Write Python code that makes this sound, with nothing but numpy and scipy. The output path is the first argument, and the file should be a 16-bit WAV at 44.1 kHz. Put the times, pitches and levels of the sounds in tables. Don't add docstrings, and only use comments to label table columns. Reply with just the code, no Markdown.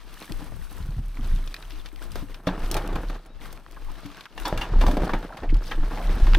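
import sys
import numpy as np
from scipy import signal
from scipy.fft import rfft, irfft, next_fast_len
from scipy.io import wavfile
from scipy.ndimage import uniform_filter1d, map_coordinates

SR = 44100
rng = np.random.default_rng(int(sys.argv[2]) if len(sys.argv) > 2 else 0)


def materialize(psi):
    bounded = np.clip(np.atleast_2d(psi).T, -1, 1)
    quanta = np.round(bounded * 32767).astype(np.int16)
    wavfile.write(sys.argv[1], SR, quanta)


N = 281659

# t/s, crunch/dB, grit/dB, sand hiss/dB
GROUND = [(0.0, -55.5, -58, -70.5), (0.168, -58.5, -55, -60.5), (0.3, -50, -54, -58),
          (0.53, -50, -58.5, -64), (0.66, -56.5, -53.5, -58.5), (0.8, -49.5, -57, -62),
          (0.86, -53, -55, -61.5), (1.03, -54.5, -59, -66), (1.3, -50.5, -53, -60.5),
          (1.85, -54.5, -56, -65), (1.95, -56, -64.5, -67.5), (2.44, -51.5, -66, -70),
          (2.49, -35, -51.5, -63), (2.66, -40, -60, -89), (2.77, -34, -58, -69), (3.1, -40.5, -51.5, -61),
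          (3.2, -50.5, -60, -73), (3.33, -55, -64.5, -79), (3.5, -50, -55, -65), (3.62, -54.5, -62.5, -71),
          (3.9, -54, -56.5, -65.5), (4.18, -51.5, -51, -67), (4.29, -56.5, -58, -73), (4.41, -51, -59, -67),
          (4.47, -40.5, -52.5, -76), (5.12, -32.5, -49, -63), (5.24, -43.5, -56, -67),
          (5.6, -46.5, -58.5, -76), (5.97, -38.5, -47.5, -57.5), (6.39, -39.5, -45.5, -61.5)]
# t/s, grit level/dB, half length/s
SCRUBS = [(0.23, -53.5, 0.066), (0.39, -54.5, 0.14), (0.655, -54, 0.027), (0.79, -53.5, 0.045),
          (2.03, -51.5, 0.043), (2.18, -51, 0.082), (2.32, -55.5, 0.051), (2.71, -49, 0.14),
          (3.448, -49.5, 0.038), (3.99, -55, 0.013), (4.43, -50, 0.059), (4.89, -47, 0.087),
          (5.05, -42.5, 0.011), (5.68, -50.5, 0.072)]
# f/Hz, level/dB
CRUNCH_TONE = [(60, 0.5), (150, 3.5), (330, 2), (700, -1.5), (1150, -5.5), (1800, -13), (2600, -21),
               (5000, -60), (12000, -79)]
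GRIT_TONE = [(300, -61.5), (1000, 9.5), (2000, 3.5), (3200, 3), (4600, -0.5), (5800, -5), (7200, -12),
             (15000, -28.5)]
SAND_TONE = [(1500, -25), (4500, -12), (6200, 1), (7100, -7), (8100, 3), (9000, -2), (10200, 2),
             (11800, -4.5), (13300, 3.5), (14500, -6), (16000, -9)]
HIT_TONE = [(100, 1), (400, 4), (1400, -3.5), (3400, -11), (5700, -18), (7000, -23), (8200, -21),
            (11800, -24.5), (13300, -20), (16000, -31)]
# t/s, level/dB, half
# length/s, typical f/Hz, number of clinks
PEBBLE_HEAPS = [(1.349, -58, 0.089, 3000, 14), (1.77, -57.5, 0.067, 3300, 16),
                (2.483, -38.5, .014, 3310, 30), (2.654, -48, 0.047, 1070, 60),
                (2.783, -50, 0.023, 2650, 30), (2.852, -46.5, 0.29, 291, 70), (2.976, -72, 0.13, 2950, 70),
                (3.417, -48, .007, 2020, 16), (3.45, -45, 0.0092, 1700, 22), (3.769, -45, .012, 1420, 14),
                (3.885, -47.5, 0.03, 1095, 20), (3.99, -52, 0.018, 1580, 14), (4.179, -48, 0.029, 1400, 24),
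                (4.264, -42.5, 0.0058, 1500, 12), (4.481, -28, 0.014, 802, 20), (5.33, -40, 0.037, 860, 40),
                (5.499, -42, 0.011, 2280, 16), (5.681, -49, 0.059, 4480, 80),
                (5.72, -34.5, 0.013, 2320, 24), (6.019, -38.5, .1, 780, 260),
                (6.077, -48.5, 0.14, 1600, 500), (6.348, -22, 0.0058, 2440, 20)]
# t/s, crack/dB, brightness/dB per band, ping f/Hz, ping/dB, fade/s
# (A fade is the time a sound takes to drop by 60 dB.)
STONE_SNAPS = [(0.21, -44, 1, 2700, -42, 0.05), (0.224, -39, 1, 2480, -41, 0.037),
               (0.3211, -34.5, 7, 4300, -34, 0.01), (0.782, -53, 19, 5200, -59, .03),
               (1.171, -52, -17, 1370, -34.5, .02), (1.259, -47, -5, 3000, -49, .02),
               (1.36, -45, 5, 3630, -42, .04), (1.475, -38.5, 1, 3360, -39, 0.04),
               (1.542, -33, 5, 2460, -25, 0.03), (1.564, -44, 5, 2550, -35, 0.034),
               (1.625, -42.5, 2, 2360, -37.5, 0.031), (1.706, -40.5, 2, 2670, -38, .035),
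               (1.719, -43, -1, 3200, -44, .025), (1.758, -52, 4, 3140, -44, .025),
               (1.814, -54, 1, 2950, -49, 0.023), (1.859, -37.5, -1, 2370, -41, 0.059),
               (1.887, -47, 4, 3520, -45, 0.026), (1.96, -43.5, 3, 1980, -48, 0.016),
               (2.118, -44, 12, 4860, -43, .035), (2.156, -45, 16, 4140, -51, 0.052),
               (2.344, -37.5, -3, 2690, -54, 0.041), (2.713, -31, 16.5, 5540, -25.5, .035),
               (2.7426, -27, 9, 4220, -31, 0.041), (2.767, -37.5, 15, 9400, -35, .035),
               (2.875, -38.5, 9, 6460, -48, .02), (3.261, -55, 12, 10300, -53, 0.033),
               (3.527, -51, 20, 9100, -45, .025), (3.574, -47, -7, 3900, -52, 0.011),
               (3.663, -52.5, -19.5, 1600, -42, .012), (3.711, -50, 13.5, 2630, -54, .015),
               (3.721, -54, 13, 4500, -56, .02), (3.846, -54, 12, 5200, -56, .012),
               (3.917, -56, 18, 9050, -50, 0.018), (4.06, -44, 10, 3530, -47, 0.033),
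               (4.146, -45, -1, 1690, -39, 0.016), (4.17, -46, 7, 2200, -49, .02),
               (4.208, -38, 0, 2290, -38.5, .03), (4.255, -39, -4, 1490, -39, 0.032),
               (4.399, -40, 10.5, 1930, -39, .03), (4.48, -37, 16, 3470, -38, .03),
               (4.69, -54, 8, 4500, -56, 0.016), (5.543, -38, 2, 1780, -43, .035),
               (5.568, -47, 4, 4470, -45, 0.022), (6.3344, -29, -10, 1750, -38, 0.0099),
               (6.3405, -39, -9, 2300, -41, 0.011), (6.349, -22.5, -12, 2850, -16.5, 0.0044)]
STONE_BANDS_DB = [-9.5, -3.5, -15.5]
# pitch multiplier, level/dB, fade multiplier
STONE_NOTES = [(.75, -7.5, 0.97), (1.001, -6.5, 1.43), (1.6, -4, 0.44), (2.03, -13, 1)]
# f/Hz, width/Hz, level/dB
BIKE_RESONANCES = [(173, 11, -4), (305, 72, -4), (490, 3.1, -1), (670, 72, -14), (848, 160, -9),
                   (1360, 230, -7.5), (1640, 140, -2), (1820, 23, 3.5), (2940, 20, 7), (3660, 490, 10.5),
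                   (4430, 500, 5), (6140, 220, 0.5)]
# t/s, clatter/dB, thud over clatter/dB, brightness/dB per treble band, ring f/Hz, fade/s
BUMPS = [(2.155, -36.5, 3.5, -0.5, 1440, 0.015), (2.47, -29, 5.5, -1.5, 500, 0.04),
         (2.712, -44, 11, 1, 470, 0.12), (2.747, -35, 7.5, -14, 825, 0.22),
         (2.765, -31.5, -9, 0.5, 696, 0.088), (2.887, -41.5, 2, -5, 1100, 0.21),
         (2.926, -44.5, 11, 1, 840, 0.021), (2.955, -36.5, 2, 0.5, 1050, 0.029),
         (3.097, -38.5, 4, -1, 1210, 0.038), (3.526, -51, 3, 3.5, 710, 0.035),
         (4.376, -35, -6, -2, 1690, 0.023), (4.45, -32.5, -6.5, 0, 890, 0.36),
         (4.524, -40.5, 13.5, -11, 625, 0.012), (4.575, -35, -14, 3.5, 776, 0.013),
         (4.612, -31, -5, -1, 2680, 0.0056), (4.809, -30.5, 1, 0.5, 1050, 0.083),
         (4.835, -33, 9.5, -13, 1040, 0.026), (4.864, -30, 0, 1, 1090, 0.033),
         (4.88, -38, 15, 2.5, 614, 0.028), (4.911, -35, -3, 1.5, 625, 0.029),
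         (4.968, -35.5, 14.5, 1, 644, 0.027), (5.017, -41, 15.5, 0.5, 610, 0.073),
         (5.032, -37.5, 12, -3, 760, 0.035), (5.092, -30, -2, -9, 1720, 0.036),
         (5.133, -26.5, 3.5, -5.5, 894, 0.057), (5.227, -45, 5, -1, 580, 0.029),
         (5.369, -40, -8, -0.5, 674, 0.055), (5.431, -39.5, 9, -7, 683, 0.088),
         (5.712, -31, -4.5, -3.5, 1510, 0.08), (6.266, -31.5, -6, -3, 950, 0.051)]
# t/s, level/dB, fade multiplier, treble tilt/dB per octave
JOLTS = [(2.4719, -12.5, 0.69, 0), (2.768, -29, 0.6, 9), (2.903, -33, 0.51, -5), (2.956, -28, 0.34, -1),
         (4.5269, -14.5, 0.18, 0), (4.878, -30, 0.74, 3), (4.933, -27, 0.54, -5.5), (4.975, -25, 0.38, 0),
         (5.02, -30, 0.37, -2), (5.036, -27, 0.53, -4), (5.094, -29, 1, 1), (5.137, -26.5, 0.51, 4)]
# f/Hz, level/dB, fade/s
FRAME_NOTES = [(181.4, -7, 0.29), (287, -0.5, 0.069), (495, -11.5, 0.086), (606, -10, 0.11),
               (915, -34, 0.089), (1340, -14, 0.065), (1650, -22, 0.05)]
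METAL_NOTES = [(980, -9.5, 0.3), (1148, -4.5, 0.057), (1330, -26, 0.16), (1700, -12.5, 0.17),
               (2260, -6, 0.025), (2760, -5.5, 0.054), (2840, -8, 0.08), (3110, -16, 0.12),
               (3440, -9, 0.11), (4250, -7, 0.041), (4570, -6, 0.029), (5620, -5.5, 0.077),
               (7210, -4, 0.068)]
# t/s, level/dB, centre f/Hz
CLANKS = [(2.471, -28, 3430), (4.379, -36, 2800), (4.453, -19.5, 1670), (4.451, -23, 940),
          (4.454, -22, 4500), (4.459, -27.5, 3480), (4.575, -20, 2140), (4.614, -19, 2790),
          (4.633, -26, 1130), (4.812, -20, 2120), (4.839, -21.5, 1100), (4.864, -20.5, 1140),
          (5.093, -23, 1140), (5.138, -36, 1330), (5.714, -38, 2820)]
# t/s, level/dB, f/Hz, fade/s
HOLLOW_KNOCKS = [(.318, -29, 326, 0.056), (.422, -31.5, 299, 0.1), (1.727, -41.5, 306, 0.31),
                 (1.928, -35, 310, 0.056), (2.226, -30, 280, 0.1), (4.05, -32.5, 287, 0.23),
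                 (4.886, -17, 265, 0.12), (4.932, -16, 285, 0.066), (5.526, -13.5, 298, 0.031),
                 (5.776, -28, 315, 0.074), (5.827, -28, 295, 0.064), (6.372, -19, 310, .08)]
# t/s, rumble/dB
BREEZE = [(0.0, -49), (0.2, -51), (0.72, -59), (1.6, -41.5), (1.9, -40), (2.02, -42), (2.15, -44),
          (2.4, -46.5), (3.23, -50), (3.38, -48), (3.56, -44), (3.7, -45), (4.12, -48.5), (4.27, -66),
          (4.42, -40), (5.3, -49), (5.66, -33.5), (6.02, -39), (6.39, -31)]
# t/s, rumble/dB, buffeting/dB, half length/s
GUSTS = [(0.07, -44, -64, 0.045), (0.355, -28.5, -44, 0.039), (0.543, -38, -41, 0.12),
         (0.906, -29.5, -38.5, 0.14), (1.085, -30, -46, 0.069), (1.325, -17, -33.5, 0.12),
         (1.766, -36, -64, 0.067), (2.172, -32.5, -38.5, 0.081), (2.323, -32, -58, 0.038),
         (2.513, -30, -49, 0.038), (2.645, -24, -38.5, 0.066), (2.765, -23, -35, 0.068),
         (2.944, -24, -34.5, 0.073), (3.102, -27, -42.5, 0.072), (3.856, -31.5, -71, 0.08),
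         (4.406, -38, -62, 0.041), (4.568, -25, -32, 0.049), (4.768, -14.5, -28, 0.048),
         (4.871, -14, -27, 0.075), (5.01, -21, -30.5, 0.041), (5.152, -23.5, -40, 0.06),
         (5.428, -34, -33, 0.016), (5.535, -13.5, -27, 0.051), (5.815, -14.5, -34.5, 0.053),
         (5.923, -26.5, -44, 0.16), (6.11, -17.5, -28, 0.06), (6.232, -6.5, -34, 0.014),
         (6.311, -11.5, -27, 0.07)]
# f/Hz, level/dB
BUFFET_TONE = [(25, -31.5), (46, 12), (75, 2.5), (150, -3), (320, -15.5), (470, -29), (1200, -113),
               (4000, -120)]
# t/s, level/dB, f/Hz
PUFFS = [(0.293, -26.5, 185), (0.416, -33, 182), (0.546, -41.5, 151), (0.799, -23, 112), (0.838, -26, 86),
         (0.883, -24, 81.4), (0.965, -18, 76), (0.987, -24.5, 144), (1.186, -28, 190), (1.244, -29, 140),
         (1.326, -19.5, 89), (2.221, -30, 171), (4.049, -30, 151), (4.718, -22.5, 103), (5.518, -27, 65.5),
         (6.219, -16, 65)]
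# f/Hz, likeness (1 = the same)
MIC_LIKENESS = [(60, 0.21), (200, 0.95), (600, 0.99), (1400, 0.98), (3100, 0.86), (5500, 0.63),
                (8000, 0.43), (15000, 0.25)]
# f/Hz, level/dB
MIC_BALANCE = [(100, -1), (1500, 0.4), (2300, 0.5), (3000, 2), (3700, 3.5), (4500, 3.5), (5700, 3),
               (6500, -1), (8200, 1.5), (9700, -3.5), (12800, -1), (14500, -4)]
# f/Hz, phase/rad
MIC_LEAD = [(1500, 0), (3000, .1), (6500, .4), (8500, .9), (10400, 1.9), (13000, 2.7), (16000, 3.3)]


def tyres():
    scrub = swells(SCRUBS, squareness=2.5)
    crunch_db, grit_db, sand_db = curves(GROUND)
    crunch_db = with_swells(crunch_db, amp(1.5) * scrub)
    grit_db = with_swells(grit_db, scrub)
    sand_db = with_swells(sand_db, amp(-7.5) * scrub)
    load = wobble(45)
    softness = amp(-.3 * (crunch_db + 54))
    gravel = grains(per_s=240, spread_db=4.5, life_s=0.0047, smooth=0.58 * softness)
    crunch = coloured(through_bike(gravel), CRUNCH_TONE)
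    grit = coloured(grains(per_s=210, spread_db=1.5, life_s=0.0014, smooth=1.73), GRIT_TONE)
    sand = coloured(grains(per_s=140, spread_db=4.2, life_s=0.00086, smooth=1.3), SAND_TONE)
    return (amp(crunch_db + 1.4 * load) * crunch
            + amp(grit_db + 1.9 * load) * grit
            + amp(grit_db) * pebble_ticks()
            + amp(sand_db + 1.2 * load) * sand)


def grains(per_s, spread_db, life_s, smooth):
    sizes = amp(spread_db * np.minimum(rng.exponential(size=N), 3.3))
    breaks = rng.random(N) < per_s / SR
    power = signal.lfilter([1], [1, -np.exp(-1 / (life_s * SR))], (sizes * breaks) ** 2)
    return np.sqrt(power / power.mean() + smooth ** 2) * rng.standard_normal((2, N))


def pebble_ticks(per_s=42, typical_hz=2308, spread_octaves=0.544, ring_cycles=4):
    out, t = np.zeros((2, N)), np.arange(SR // 60) / SR
    for when, pitch, weakness, upper, phase in rng.random((round(per_s * N / SR), 5)):
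        hz = typical_hz * 2 ** (spread_octaves * np.sqrt(12) * (pitch - .5))
        ear_phase = np.array([[0], [np.pi * phase]])
        tick = sum(gain * np.exp(-f * t / ring_cycles) * np.sin(2 * np.pi * f * t + ear_phase)
                   for f, gain in [(hz, 1), (hz * (1.3 + upper), .5)])
        add(out, when * N / SR, amp(14.5 - 10 * weakness) * tick)
    return out


def pebble_heaps(spread_octaves=0.386, spread_db=4.5, ring_cycles=8):
    out, t = np.zeros((2, N)), np.arange(SR // 40) / SR
    for s, db, half_s, typical_hz, count in PEBBLE_HEAPS:
        when, pitch, size, phase = rng.standard_normal((int(count), 4)).T
        hz = typical_hz * 2 ** (spread_octaves * pitch[:, None])
        fade = amp(spread_db * size[:, None]) * np.exp(-hz * t / ring_cycles)
        angle = 2 * np.pi * hz * t
        clinks = fade * np.array([np.sin(angle), np.sin(angle + np.pi * phase[:, None])])
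        clinks *= amp(db) * np.sqrt(half_s * SR / np.sum(clinks[0] ** 2))
        for k, offset_s in enumerate(when * half_s / 2):
            add(out, s + offset_s, clinks[:, k])
    return out


def stone_snaps(click_db=20, smear=.07):
    out, t = np.zeros((2, N)), np.arange(SR // 10) / SR
    for s, db, bright_db, hz, ping_db, fade_s in STONE_SNAPS:
        snap, skitter = np.exp(-t / 0.00068), amp(-60 * t / fade_s)
        noise = (snap + skitter) * rng.standard_normal((2, len(t)))
        noise[0, 0] += amp(click_db)
        levels_db = db + np.array(STONE_BANDS_DB) + bright_db * np.array([-1, 0, 1])
        crack = set_bands(coloured(noise, HIT_TONE), [800, 2400, 5600, 16000], levels_db)
        ping = 0
        for ratio, note_db, fade_scale in STONE_NOTES:
            jitter = uniform_filter1d(rng.standard_normal((2, len(t))), size=24)
            drift = np.cumsum(jitter, axis=1) * np.sqrt(2 * np.pi * smear * ratio * hz / SR)
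            fade = amp(note_db - 60 * t / (fade_scale * fade_s))
            ping += fade * np.sin(2 * np.pi * ratio * hz * t + drift)
        add(out, s + 0.00056, crack + amp(ping_db) * ping)
    return out


def rattles(rise_s=0.0016, jingle_db=-8, sizzle_db=-15):
    out, t = np.zeros((2, N)), np.arange(SR // 4) / SR
    for s, db, thud_db, bright_db, hz, fade_s in BUMPS:
        blow, rattle = amp(-60 * t / fade_s), amp(-16 - 60 * t / .22)
        shape = (1 - np.exp(-t / rise_s)) * (blow + rattle)
        chatter = through_bike(coloured(shape * rng.standard_normal((2, len(t))), HIT_TONE))
        chatter = filtered(chatter, lambda f: 1 + resonance(f, hz, width_hz=hz / 12.6, db=1))
        levels_db = db + np.array([thud_db, 0, jingle_db + bright_db, sizzle_db + 2 * bright_db])
        add(out, s, set_bands(chatter, [130, 800, 2400, 6000, 16000], levels_db))
    return out


def through_bike(x):
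    return filtered(x, lambda f: 1 + sum(resonance(f, *row) for row in BIKE_RESONANCES))


def frame_jolts(pivot_hz=450):
    out, t = np.zeros((2, N)), np.arange(SR // 4) / SR
    for s, db, fade_scale, tilt_db in JOLTS:
        ring = 0
        for hz, note_db, fade_s in FRAME_NOTES:
            strength_db = note_db + tilt_db * np.log2(hz / pivot_hz) + rng.normal(0, 1.5)
            ring += amp(strength_db - 60 * t / (fade_s * fade_scale)) * np.sin(2 * np.pi * hz * t)
        add(out, s, amp(db) * ring)
    return out


def hollow_knocks(rise_s=0.0023):
    out, t = np.zeros((2, N)), np.arange(SR // 3) / SR
    for s, db, hz, fade_s in HOLLOW_KNOCKS:
        shape = amp(db - 60 * t / fade_s) * (1 - np.exp(-t / rise_s))
        add(out, s, shape * np.sin(2 * np.pi * hz * t))
    return out


def metal_clanks(rise_s=0.00038):
    out, t = np.zeros((2, N)), np.arange(SR // 4) / SR
    for s, db, centre_hz in CLANKS:
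        ring = 0
        for hz, note_db, fade_s in METAL_NOTES:
            strength_db = note_db - 22 * abs(np.log2(hz / centre_hz)) + rng.normal(0, 2)
            note = np.sin(2 * np.pi * (hz * t + rng.random((2, 1))))
            ring += amp(strength_db - 60 * t / fade_s) * note
        add(out, s, amp(db) * (1 - np.exp(-t / rise_s)) * ring)
    return out


def brake_squeak(at_s=3.32, db=-65, hz=3822, half_s=0.028):
    t = np.arange(N) / SR
    shape = amp(db) * np.exp(-((t - at_s) / half_s) ** 2)
    return shape * np.sin(2 * np.pi * hz * t + 0.81 * wobble(250))


def wind(rumble_hz=29.8, squareness=1.71, stereo_below_hz=110):
    breeze_db = curves(BREEZE)[0] + 3.5 * wobble(14)
    rumble_gusts = swells([(s, db, half_s) for s, db, _, half_s in GUSTS], squareness)
    buffet_gusts = swells([(s, db, half_s) for s, _, db, half_s in GUSTS], squareness)
    phase = 2 * np.pi * np.cumsum(rumble_hz + 4 * wobble(25)) / SR
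    rumble_db = with_swells(breeze_db, rumble_gusts) - .5 + 2.2 * wobble(22)
    rumble = np.sqrt(2) * np.array([np.sin(phase), np.cos(phase + wobble(3))])
    buffet_db = with_swells(breeze_db - 13, buffet_gusts)
    buffet = unit(amp(0.43 * wobble(36)) * coloured(rng.standard_normal((2, N)), BUFFET_TONE))
    air = amp(rumble_db) * rumble + amp(buffet_db) * buffet
    t = np.arange(SR // 6) / SR
    for s, db, hz in PUFFS:
        swirl = t * np.exp(-t / 0.0069) * rng.standard_normal((2, len(t)))
        add(air, s - .004, set_bands(swirl, [hz / 2.27, hz * 1.515], [db - 5]))
    side = filtered(air[0] + 0.75 * air[1], lambda hz: 1 / np.sqrt(1 + (hz / stereo_below_hz) ** 2))
    return np.array([air[0] + side, air[0] - side])


def mic_openings(pair):
    sign = np.array([[1], [-1]])

    def spread(hz):
        return np.arccos(np.clip(along(MIC_LIKENESS, hz), -1, .999)) / 2

    def response(hz):
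        lead = along(MIC_LEAD, hz)
        sum_gain = np.sqrt((1 + np.cos(2 * spread(hz)) * np.cos(lead)) / 2)
        return amp(sign * along(MIC_BALANCE, hz) / 2) * np.exp(1j * sign * lead / 2) / sum_gain

    common, apart = filtered(pair, lambda hz: np.array([np.cos(spread(hz)), np.sin(spread(hz))]))
    return filtered(common + sign * apart, response)


def amp(db):
    return 10 ** (np.asarray(db) / 20)


def unit(x):
    return x / np.sqrt(np.mean(x ** 2) + 1e-20)


def along(points, hz):
    f, values = np.transpose(points)
    return np.interp(np.log(hz + 1), np.log(f + 1), values)


def curves(rows):
    s, *columns = np.transpose(rows)
    return [np.interp(np.arange(N) / SR, s, column) for column in columns]


def wobble(per_s):
    values = rng.standard_normal(int(N * per_s / SR) + 4)
    return map_coordinates(values, [np.arange(N) * per_s / SR], mode="nearest")


def swells(rows, squareness):
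    t = np.arange(N) / SR
    return np.sqrt(sum(amp(db) ** 2 * np.exp(-2 * np.minimum(abs((t - s) / half_s), 6) ** squareness)
                       for s, db, half_s in rows))


def with_swells(level_db, gain):
    return 20 * np.log10(np.hypot(amp(level_db), gain))


def resonance(f, hz, width_hz, db):
    return amp(db) * 1j * f * width_hz / (hz * hz - f * f + 1j * f * width_hz)


def filtered(x, response):
    n = x.shape[-1]
    padded = 2 * next_fast_len(n * 3 // 4)
    return irfft(rfft(x, padded) * response(np.fft.rfftfreq(padded, 1 / SR)), padded)[..., :n]


def coloured(x, tone):
    def response(hz):
        cepstrum = irfft(np.log(amp(along(tone, hz))))
        half = len(cepstrum) // 2
        return np.exp(rfft(np.r_[cepstrum[0], 2 * cepstrum[1:half], np.zeros(half)]))
    return unit(filtered(x, response))


def set_bands(x, edges_hz, levels_db):
    out = 0
    for low, high, db in zip(edges_hz, edges_hz[1:], levels_db):
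        band = signal.sosfilt(signal.butter(4, [low, high], "band", fs=SR, output="sos"), x)
        power = uniform_filter1d(band ** 2, SR // 250).max(axis=-1, keepdims=True)
        out = out + amp(db) * band / np.sqrt(power)
    return out


def add(track, s, sound):
    part = track[:, round(s * SR):][:, :sound.shape[-1]]
    part += sound[..., :part.shape[-1]]


def scene():
    air = wind()
    ground = tyres() + pebble_heaps() + stone_snaps()
    bike = rattles() + frame_jolts() + hollow_knocks() + metal_clanks() + brake_squeak()
    return mic_openings(ground + bike) + air


def record(dry):
    bass_hz, windy_db, hold_s = 700, -32.5, 0.15
    ceiling, top_hz = .497, 15850
    t = np.arange(N) / SR
    mid, side = (dry[0] + dry[1]) / 2, (dry[0] - dry[1]) / 2
    bass = lambda hz: 1 / (1 + (hz / bass_hz) ** 4)
    windiness = np.sqrt(abs(uniform_filter1d(filtered(mid, bass) ** 2, SR // 5)))
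    windiness = np.maximum(windiness, np.interp(t - hold_s, t, windiness))
    mono_share = 1 - 1 / (1 + (windiness / amp(windy_db)) ** 12)
    side = side - mono_share * filtered(side, bass)
    pair = np.array([mid + side, mid - side])
    rounded = pair / (1 + abs(pair / ceiling) ** 12) ** (1 / 12)
    return filtered(rounded, lambda hz: 1 / (1 + (hz / top_hz) ** 120))


dry = scene()
out = record(dry)
materialize(out)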